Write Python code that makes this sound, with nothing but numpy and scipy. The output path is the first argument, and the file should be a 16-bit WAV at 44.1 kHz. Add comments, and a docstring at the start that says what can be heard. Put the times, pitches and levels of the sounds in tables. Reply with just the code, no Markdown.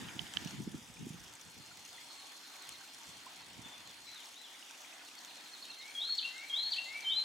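"""Heard: a small waterfall trickling into a pool, gusts buffeting the microphone, a wind chime, clicks of a
hand-held camera's casing, one bird whistling close by, a second trilling, a third calling far away.
Water is patchy noise plus damped sines; wind is lumpy low noise plus single pushes; chime and casing are
decaying modes; birds are gliding tones with yard echoes. A far insect band and a traffic drone lie beneath."""
import sys
import numpy as np
from scipy import signal
from scipy.fft import rfft, irfft, next_fast_len
from scipy.io import wavfile
from scipy.ndimage import uniform_filter1d, map_coordinates

SR = 44100
rng = np.random.default_rng(int(sys.argv[2]) if len(sys.argv) > 2 else 0)


def to_wav(sig):
    """Store sig (one row per channel, or 1-D mono) as 16-bit WAV at the path in sys.argv[1].

    Samples outside -1..1 are clipped; the rate is SR.
    """
    pcm = np.clip(np.atleast_2d(sig), -1, 1) * 32767
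    pcm = np.round(pcm).astype(np.int16)
    wavfile.write(sys.argv[1], SR, pcm.T)  # frames by channels


def invert_db(level):
    """Linear amplitude ratio for a level in decibels (20 dB per decade), elementwise."""
    return 10 ** (np.asarray(level, dtype=float) / 20)


N = 319284  # samples

# Far insect chorus. Each row: time in seconds, level in dB.
INSECT_LEVEL = [(0, -91), (.48, -57.5), (.8, -79), (1.2, -71), (1.59, -62), (2.64, -60), (3.42, -61.5),
                (3.6, -68), (4.0, -60), (4.6, -69), (5.02, -66), (5.22, -62.5), (6.23, -62), (7.24, -65)]
# Far traffic. Each row: time in seconds, level in dB.
TRAFFIC_LEVEL = [(0, -60.5), (.62, -70.5), (1.11, -71), (2.7, -71.5), (3.71, -69), (4.32, -73),
                 (5.49, -69.5), (6.77, -72), (7.24, -67)]
# Traffic spectrum. Each row: frequency in Hz, relative density in dB per Hz.
TRAFFIC_SPECTRUM = [(24, -58), (40, -50), (101, -23), (161, -7), (284, 6.5), (432, -2), (600, -5),
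                    (780, -27), (1320, -120)]
# Water flow. Each row: time in seconds, gurgle level in dB, spray level in dB.
WATER_FLOW = [(0, -52.5, -57), (.5, -52.5, -55.5), (.68, -58.5, -59.5), (1.13, -59, -61), (2.3, -57, -58),
              (3.02, -57.5, -59), (3.57, -55, -61), (4.03, -57.5, -59.5), (5.12, -56, -58),
              (5.97, -58, -58.5), (7.02, -54.5, -58), (7.24, -53.5, -57.5)]
# Water spectra. Each row: frequency in Hz, relative density in dB per Hz.
GURGLE_SPECTRUM = [(240, -18), (400, -12), (556, -6.5), (731, 0), (951, 1.5), (1040, -2.5), (1590, -1),
                   (1960, -0.5), (2790, -1), (3750, -1), (4090, -8.5), (5500, -14), (7150, -19),
                   (12100, -120)]
SPRAY_SPECTRUM = [(2060, -18.5), (3500, 1), (3820, -10), (4170, -24), (4730, -2.5), (6510, -2), (8530, -7),
                  (9490, -8.5), (15700, -18.5)]
# Stereo width of the water. Each row: frequency in Hz, left-right correlation.
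WATER_ALIKE = [(60, 0.32), (130, 1), (290, 0.33), (640, 0.58), (1410, 0.49), (3100, 0.31), (6820, 0.79),
               (15000, 0.47)]
# Clearest bubbles. Each row: start in seconds, level in dB, pitch in Hz.
CLEAR_BUBBLES = [(.0914, -35.5, 2310), (.4738, -35.5, 2850), (.9687, -41.5, 2320), (1.712, -43, 1380),
                 (1.9799, -40, 1915), (2.5576, -43, 2160), (2.7417, -43, 2010), (2.8105, -43, 1510),
                 (2.8374, -45, 1430), (3.2647, -37.5, 996), (4.0751, -44, 2300), (4.601, -47, 1450),
                 (4.6257, -37, 2800), (4.698, -44, 2400), (4.705, -46, 1510), (4.735, -44, 2450),
                 (4.745, -41, 2580), (4.8464, -40, 2250), (4.9257, -39, 2460), (4.9935, -43, 2470),
                 (5.0124, -45, 1410), (5.0853, -41, 2700), (5.113, -42, 2450), (5.152, -46, 2070),
                 (5.28, -42, 2850), (5.309, -45, 2750), (5.4605, -47, 2450), (6.0901, -41, 1380)]
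# Loudest drops striking stone. Each row: start in seconds, level in dB, pitch in Hz.
LOUD_DROPS = [(.155, -47, 5800), (.183, -47, 6000), (.215, -43, 10500), (.2767, -41, 5100),
              (.3371, -34.5, 7450), (.413, -43, 5730), (.447, -33.5, 5900), (.4736, -36, 5670),
              (.508, -37, 5500), (.6, -41, 8100), (.637, -41, 6460), (1.09, -39.5, 6950),
              (1.202, -41.5, 6000), (1.3528, -37.5, 7900), (1.4122, -38, 6500), (1.8512, -39, 6090),
              (2.6915, -31.5, 9460), (2.7218, -43, 5900), (3.0337, -45, 6010), (3.8743, -40, 7000),
              (4.1162, -41, 5900), (4.257, -38.5, 5450), (4.343, -42, 6610), (4.7096, -38.5, 5940),
              (5.1517, -40, 6300), (5.248, -36, 6450), (5.6521, -39, 6540), (6.1514, -37, 5260),
              (6.8427, -41, 6447), (7.0067, -34, 5990)]
# Wind at the microphone ports. Each row: time in seconds, strength in dB.
WIND_STRENGTH = [(0, -56), (.1, -58), (.2, -55), (.25, -55), (.29, -64), (.36, -56), (.5, -58),
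                 (.62, -51.5), (.78, -56), (.84, -64.5), (.97, -64), (1.03, -56), (1.13, -57), (1.2, -56),
                 (1.4, -71.5), (1.6, -64.5), (1.8, -72), (2.3, -85), (2.6, -94), (2.72, -66.5), (2.9, -81),
                 (3.48, -70), (3.57, -60), (3.72, -67.5), (4.15, -76.5), (4.25, -93), (6.6, -88.5),
                 (7.24, -79)]
# Eddies striking the ports. Each row: start in seconds, push in dB before the port filter, pitch in Hz,
# left-right difference in dB, surrounding flutter in dB.
EDDIES = [(0.022, -26.5, 260, -1, -53), (0.036, -26, 140, -1, -52), (.08, -32, 220, -2, -60),
          (0.165, -25.5, 170, -7, -54), (.21, -29, 150, -5, -55), (0.371, -30, 170, -1, -53),
          (.424, -25, 220, -2, -49.5), (0.459, -18, 170, -8, -51), (.533, -27, 240, -3, -53),
          (.547, -26, 200, -3, -57), (0.602, -20.5, 238, -3, -49), (.675, -14.5, 237, -4, -53),
          (.745, -18.5, 237, -1, -51), (.785, -30, 200, -3, -60), (.9, -33, 150, -3, -60),
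          (1.011, -26, 230, 1, -52), (1.03, -31, 230, 2, -55), (1.068, -17.5, 225, -1, -54),
          (1.105, -18.5, 146, -4, -62), (1.144, -29.5, 190, -5, -63), (1.47, -46, 100, -2, -67),
          (1.59, -43, 100, 2, -59), (3.089, -37, 99, -3, -62), (3.592, -31, 180, -13, -53.5),
          (3.659, -39, 184, -20, -55.5)]
# Strong wind and light air. Each row: frequency in Hz, relative density in dB per Hz.
BUFFET_SPECTRUM = [(15, -57), (25, -26), (118, 0), (216, 0), (348, -8), (512, -26), (600, -34), (780, -50),
                   (1320, -120)]
BREEZE_SPECTRUM = [(15, -53), (25, -31), (62, -0.5), (172, -1), (292, -8), (399, -18.5), (500, -10.5),
                   (650, -40), (1100, -120)]
# Chime strikes. Each row: start in seconds, pitch in Hz, level in dB, t60 in seconds.
CHIME_STRIKES = [(0, 884, -70, 9), (0, 990, -71, 6), (2.1, 1110, -70, 14), (1.5, 884, -76, 10)]
# Casing clicks. 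Each row: start in seconds, level in dB, left-right difference in dB,
# softness in dB per octave (sign ignored).
CASING_CLICKS = [(0.0861, -33, -2, -1), (0.193, -22, -16, 28), (0.2677, -33, 3, 12), (0.338, -31, -7, -3),
                 (0.3708, -14.5, -8.5, 10.5), (2.6912, -34, 5, 14)]
# Casing modes. Each row: frequency in Hz, relative level in dB, t60 in seconds.
CASING_MODES = [(1760, -9, 0.013), (2400, -6, .004), (3100, -6, 0.012), (3250, 3, 0.0045),
                (3800, -1, 0.0045), (4400, 0, 0.003), (5100, -7, 0.003), (6700, -18, .004)]
# Far bird, held notes. Each row: start in seconds, length in seconds, level in dB, first pitch in Hz,
# held pitch in Hz.
FAR_HELD_NOTES = [(3.63, 0.13, -56, 3560, 3473), (4.062, 0.11, -57, 4010, 4015),
                  (4.353, 0.087, -57, 3500, 3950)]
# Far bird, falling notes. Each row: start in seconds, length in seconds, level in dB, first and last pitch in Hz.
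FAR_FALLING_NOTES = [(1.92, 0.053, -60, 3720, 3320), (2.008, .035, -60, 3380, 3240),
                     (3.855, 0.03, -60, 4320, 4050), (3.882, 0.03, -59, 3630, 3300),
                     (4.152, 0.044, -53.5, 3900, 3420), (4.188, .044, -58, 3440, 2660),
                     (4.435, 0.056, -56, 3690, 2740)]
# Trill chips. Each row: start in seconds, level in dB, pitch in Hz.
TRILL_CHIPS = [(2.087, -50, 4300), (2.178, -49.5, 4250), (2.345, -57, 4200), (2.43, -53, 4150),
               (2.514, -53.5, 4120), (2.609, -51.5, 4170), (2.715, -48, 4186), (2.832, -53, 4180),
               (3.399, -55, 4250), (5.045, -52, 4310), (5.172, -50, 4380), (5.273, -50.5, 4150),
               (5.36, -50.5, 4190), (5.448, -50, 4120), (5.527, -48.5, 4200), (5.614, -45.5, 4220),
               (5.695, -44, 4170), (5.79, -44.5, 4210), (5.888, -54, 4250), (5.989, -44, 4200),
               (6.279, -50, 4180), (6.351, -49, 4190), (6.467, -49, 4180), (6.848, -51, 4180),
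               (6.933, -51, 4180), (7.02, -49, 4180)]
# Note shapes. Each row: share of the length, pitch ratio, added level in dB.
CHIP_SHAPE = [(0, 1.015, -14), (.25, 1.01, -7), (.55, .995, -7), (.64, .94, -22), (.74, .905, -8),
              (1, 0.89, -15)]
RISE_SHAPE = [(0, 1.02, -7.5), (.1, 1.005, -6.5), (.25, .995, -1.5), (.4, 1.155, -4.5), (.6, 1.275, -7),
              (.9, 1.335, -2.5), (1, 1.36, -11)]
FALL_SHAPE = [(0, 1, -25), (.3, 0.95, -9.5), (.42, .91, 1), (.72, .66, -6.5), (1, 0.6063, -9)]
PIP_SHAPE = [(0, .93, -9), (.3, .965, -4.5), (.65, 1.005, 4), (1, 0.968, -11)]
LOW_SHAPE = [(0, .83, -11), (.3, .875, -2.5), (.65, .915, 1), (.85, 0.95, -1), (1, 0.97, 4)]
# Near bird's notes. Each row: start in seconds, length in seconds, level in dB, pitch in Hz.
NEAR_RISES = [(5.949, 0.18, -37.5, 3254), (6.496, 0.17, -34.5, 3219), (7.045, .17, -33.5, 3112)]
NEAR_FALLS = [(5.614, 0.042, -51.5, 4880), (6.17, 0.033, -32.5, 4880), (6.707, .042, -32.5, 4864)]
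NEAR_PIPS = [(5.668, 0.054, -57, 2723), (6.225, 0.043, -43, 2755), (6.762, 0.04, -40.5, 2763)]
NEAR_LOWS = [(5.775, 0.13, -58, 2420), (6.308, 0.15, -53, 2400), (6.855, 0.125, -48.5, 2423)]


def unit(x):
    """Scaled to rms 1."""
    return x / np.sqrt(np.mean(x ** 2) + 1e-20)


def along(points, hz):
    """(Hz, value) points read on a log frequency axis."""
    point_hz, value = np.transpose(points)
    return np.interp(np.log(hz + 1), np.log(point_hz + 1), value)


def curves(rows):
    """One value per sample for each column after the time."""
    s, *columns = np.transpose(rows)
    return [np.interp(np.arange(N) / SR, s, column) for column in columns]


def wobble(rate_hz):
    """Smooth random curve, rate_hz knots a second."""
    knots = rng.standard_normal(int(N * rate_hz / SR) + 4)
    return map_coordinates(knots, [np.arange(N) * rate_hz / SR])


def filtered(x, response):
    """x shaped by a gain that depends on frequency."""
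    m = next_fast_len(N + SR // 2)
    return irfft(rfft(x, m) * response(np.fft.rfftfreq(m, 1 / SR)), m)[..., :N]


def rush(spectrum, alike, patchy_db):
    """Stereo noise of rms 1 with time-frequency patches of random gain; alike sets left-right correlation."""
    z = signal.stft(rng.standard_normal((2, N)), nperseg=512)[2]
    patches = uniform_filter1d(rng.standard_normal(z.shape[1:]), size=6, axis=0)
    patches = uniform_filter1d(patches, size=8, axis=1)
    pair = signal.istft(z * invert_db(patchy_db * unit(patches)), nperseg=512)[1][:, :N]

    def mid_side_gain(hz):
        angle = np.arccos(np.clip(along(alike, hz), -1, 1)) / 2
        return invert_db(along(spectrum, hz)) * [np.cos(angle), np.sin(angle)]

    mid, side = filtered(pair, mid_side_gain)
    return unit(np.array([mid + side, mid - side]))


def grains(rows, cycles, rise, soft, size):
    """Damped sines from rows (s, dB, Hz, left-right dB); lifetime in cycles, pitch up by rise a lifetime for two."""
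    s, db, hz, pan_db = np.transpose(rows)[:, :, None]
    age = np.arange(size) / SR * hz / cycles  # in lifetimes
    phase = 2 * np.pi * cycles * age * (1 + rise * np.minimum(age, 2) / 2)
    wave = np.sin(phase) * np.exp(-age) * (1 - np.exp(-age / soft))
    at = (np.round(s * SR).astype(int) + np.arange(size)).ravel()
    sides = [(invert_db(db + side * pan_db / 2) * wave).ravel() for side in (1, -1)]
    return np.array([np.bincount(at, x, N + size)[:N] for x in sides])


def shower(count, hz, spread, db, scatter_db, pan_db):
    """Random grain rows: log-normal pitch, a few large among many small."""
    u, g = rng.random((count, 2)), rng.standard_normal((count, 2))
    size_db = db - scatter_db * np.log(1 - .85 * u[:, 1])
    pitch_hz = np.clip(hz * np.exp(spread * g[:, 0]), 300, 14000)
    return np.c_[u[:, 0] * N / SR, size_db, pitch_hz, pan_db * g[:, 1]]


def bursts(rows, life_s):
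    """Envelope of short puffs decaying over life_s, from rows that start (s, dB)."""
    s, db = np.transpose(rows)[:2]
    t = np.arange(SR // 20) / SR
    starts = np.bincount(np.round(s * SR).astype(int), invert_db(db), N + 1)
    puff = np.exp(-t / life_s) * (1 - np.exp(-t / 0.00014))
    return np.abs(signal.fftconvolve(starts, puff)[:N])


def shaped(shape, rows):
    """One (s, Hz, dB) table for each row (s, length, dB, Hz), all of the same shape."""
    return [[(s + share * length, hz * ratio, db + more_db) for share, ratio, more_db in shape]
            for s, length, db, hz in rows]


def whistle(notes, edge_s, glide_s, flutter_db):
    """Gliding tone for each (s, Hz, rms dB) table: ends faded over edge_s, corners rounded over glide_s."""
    out = np.zeros(N + SR)
    waver = 1 + 0.0039 * wobble(68.8)  # the pitch is never quite steady
    for note in notes:
        s, hz, db = np.transpose(note)
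        t = np.arange(s[0], s[-1], 1 / SR)
        fade = np.clip(np.minimum(t - s[0], s[-1] - t) / edge_s, 0, 1)
        pitch_hz = uniform_filter1d(np.interp(t, s, hz), round(glide_s * SR), mode="nearest")
        pitch_hz = pitch_hz * waver[np.minimum((t * SR).astype(int), N - 1)]
        tone = np.sin(2 * np.pi * np.cumsum(pitch_hz) / SR)
        out[round(s[0] * SR):][:len(t)] += np.sqrt(2) * fade * invert_db(np.interp(t, s, db)) * tone
    return out[:N] * invert_db(flutter_db * wobble(90))  # moving air and leaves roughen the tone


def yard(x, pan_db, wall_s, wall_db, tail_db, t60_s):
    """Direct sound, dense echoes up to the farthest wall, a tail from the trees; moving leaves shimmer the echoes."""
    t = np.arange(SR) / SR
    noise = rng.standard_normal((2, 3, SR))
    walls, tail = noise[:, :1] + .5 * noise[:, 1:]  # partly shared by left and right
    walls = walls * (t > .002) * (1 + np.exp(-t / .012)) / (1 + np.exp((t - wall_s) / .004))
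    tail = tail * invert_db(-60 * t / t60_s) * (1 - np.exp(-t / 0.01))
    echo = invert_db(wall_db) * walls / np.linalg.norm(walls[0]) + invert_db(tail_db) * tail / np.linalg.norm(tail[0])
    shimmer = invert_db(1.2 * wobble(70))
    echoes = shimmer * signal.fftconvolve(x[None], echo, axes=1)[:, :N]
    return (x + echoes) * invert_db([[pan_db / 2], [-pan_db / 2]])


def insects():
    """Far chorus blurred into a narrow band of noise."""
    level_db, = curves(INSECT_LEVEL)
    band = [(3800, -50), (4100, -6), (4300, 0), (4500, -6), (4800, -50)]  # (Hz, dB per Hz)
    return invert_db(level_db + 0.59 * wobble(21.03)) * rush(band, [(4300, 0.035)], patchy_db=-0.5)


def traffic():
    """Dull far-off drone of low noise, nearly mono."""
    level_db, = curves(TRAFFIC_LEVEL)
    return invert_db(level_db) * rush(TRAFFIC_SPECTRUM, [(100, 1.0), (290, 0.94)], patchy_db=-0.2)


def water():
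    """Two layers of rush, with bubbles ringing in the pool and drops spattering on stone."""
    gurgle_db, spray_db = curves(WATER_FLOW)
    surge = wobble(5.7)

    def panned(rows, pan_db):
        return np.c_[rows, pan_db * rng.standard_normal((len(rows), 1))]

    gurgle = invert_db(gurgle_db + 1.0 * surge) * rush(GURGLE_SPECTRUM, WATER_ALIKE, patchy_db=2.0)
    spray = invert_db(spray_db + .5 * surge + 0.51 * wobble(12)) * rush(SPRAY_SPECTRUM, WATER_ALIKE, patchy_db=2.5)
    small_rows = shower(count=800, hz=2500, spread=.4, db=-60, scatter_db=5, pan_db=3.0)
    small = grains(small_rows, cycles=6.8, rise=0.11, soft=0.6, size=900)
    bubbles = grains(panned(CLEAR_BUBBLES, pan_db=-2.0), cycles=6.4, rise=0.036, soft=0.5, size=1800)
    drops = shower(count=1200, hz=6500, spread=0.229, db=-57, scatter_db=3.5, pan_db=6)
    rings = grains(drops, cycles=8.4, rise=0.045, soft=0.19, size=300)
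    loud_rings = grains(panned(LOUD_DROPS, pan_db=7.0), cycles=7.2, rise=0.013, soft=0.36, size=400)
    puff_level = invert_db(-5) * bursts(drops, life_s=0.0026) + invert_db(-11.0) * bursts(LOUD_DROPS, life_s=0.0025)
    puffs = puff_level * rush(SPRAY_SPECTRUM, [(7000, 1.0)], patchy_db=2.5)
    return gurgle + spray + small + bubbles + rings + loud_rings + puffs


def wind():
    """Lumpy buffeting, partly shared by the ports, its spectrum set by strength, plus pushes of a cycle or so."""
    t = np.arange(0, N, 63) / SR
    wake_s = .02  # half width of the flutter around an eddy
    flutter = sum(invert_db(db) * np.exp(-((t - s) / wake_s) ** 2) for s, *_, db in EDDIES)
    wakes, = curves(np.c_[t, flutter])
    strength_db, = curves(WIND_STRENGTH)
    strength = invert_db(strength_db + 1.2 * wobble(13)) + wakes
    strong = np.clip((20 * np.log10(strength) + 61) / 12, 0, 1)  # 0 light air, 1 full buffet
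    lumps = invert_db(0.91 * wobble(30.15) + 1.9 * np.array([wobble(25), wobble(25.18)]))
    buffet = rush(BUFFET_SPECTRUM, [(60, .6), (200, .25)], patchy_db=2.2)
    breeze = rush(BREEZE_SPECTRUM, [(100, 0.55)], patchy_db=1.5)
    air = strong * buffet + (1 - strong) * breeze
    pushes = grains(np.array(EDDIES)[:, :-1], cycles=0.48, rise=0.011, soft=0.9, size=2000)
    pushes = filtered(pushes, lambda hz: hz ** 2 / (hz ** 2 + 130 ** 2) / (1 + (hz / 480) ** 8))
    return strength * invert_db(np.c_[[-.9, .9]]) * unit(lumps * air) + pushes


def chime():
    """Each tube rings long; two close bending modes beat slowly, and the level wavers as it swings."""
    t = np.arange(N) / SR
    split_hz = 2.45

    def tube(age, hz):
        second = .6 * np.sin(2 * np.pi * (hz * age + split_hz * (age - .15)))
        return np.sin(2 * np.pi * hz * age) + second

    swing = invert_db(1.3 * wobble(6))
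    ring = sum((t > s) * invert_db(db - 60 * (t - s) / t60) * tube(t - s, hz) for s, hz, db, t60 in CHIME_STRIKES)
    return ring * swing * invert_db([[.6], [-.6]])


def casing():
    """Every click in the hand rings the plastic shell briefly; soft ones ring mainly near the main mode."""
    main_mode_hz = 3080
    out, t = np.zeros((2, N + SR)), np.arange(SR // 20) / SR
    for s, db, pan_db, soft_db in CASING_CLICKS:
        ring = np.zeros(len(t))
        for hz, level_db, t60 in CASING_MODES:
            mode_db = level_db - abs(soft_db * np.log2(hz / main_mode_hz)) + rng.normal(0, 1)
            ring += invert_db(mode_db - 60 * t / t60) * np.sin(2 * np.pi * hz * t)
        attack = 1 - np.exp(-t / 0.0005)
        out[:, round(s * SR):][:, :len(t)] += invert_db(db + np.c_[[pan_db, -pan_db]] / 2) * ring * attack
    return out[:, :N]


def far_bird():
    """Held notes glided into, then climbing slightly as they fade; and falling notes."""
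    scoop_s, climb, held_fade_db, fall_fade_db = 0.0292, 1.015, 5, 4
    calls = [[(s, a, db), (s + scoop_s, b, db), (s + length, b * climb, db - held_fade_db)]
             for s, length, db, a, b in FAR_HELD_NOTES]
    calls += [[(s, a, db), (s + length, b, db - fall_fade_db)] for s, length, db, a, b in FAR_FALLING_NOTES]
    tone = whistle(calls, edge_s=.008, glide_s=.01, flutter_db=1.8)
    return yard(tone, pan_db=4, wall_s=.07, wall_db=-6, tail_db=-4, t60_s=.7)


def trilling_bird():
    """Short chips, each a tone stepping down in pitch."""
    chip_s = .032
    chips = shaped(CHIP_SHAPE, [(s, chip_s, db, hz) for s, db, hz in TRILL_CHIPS])
    tone = whistle(chips, edge_s=.003, glide_s=.003, flutter_db=1.5)
    return yard(tone, pan_db=-.6, wall_s=.03, wall_db=-2, tail_db=-1, t60_s=.5)


def near_bird():
    """Phrases of falling, pip, low and rising tones; the low notes get a stronger echo tail."""
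    song = shaped(RISE_SHAPE, NEAR_RISES) + shaped(FALL_SHAPE, NEAR_FALLS) + shaped(PIP_SHAPE, NEAR_PIPS)
    high = whistle(song, edge_s=.003, glide_s=.007, flutter_db=2.2)
    high = yard(high, pan_db=2.5, wall_s=.056, wall_db=-1.5, tail_db=-5, t60_s=.8)
    low = whistle(shaped(LOW_SHAPE, NEAR_LOWS), edge_s=.005, glide_s=.007, flutter_db=2.5)
    low = yard(low, pan_db=2.5, wall_s=.05, wall_db=-2, tail_db=-1.5, t60_s=.7)
    return high + low


def scene():
    """Sum of all sources in the yard."""
    background = insects() + traffic() + water() + wind() + chime() + casing()
    return background + far_bird() + trilling_bird() + near_bird()


def band_limit(x):
    """A steep low-pass at the top of the band."""
    return signal.sosfilt(signal.butter(12, 15830, fs=SR, output="sos"), x)


def record(dry):
    """The microphones cut the deepest bass, below about 45 Hz."""
    mix = filtered(dry, lambda hz: hz ** 2 / (hz ** 2 + 45 ** 2))
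    return band_limit(mix)


dry = scene()
out = record(dry)
to_wav(out)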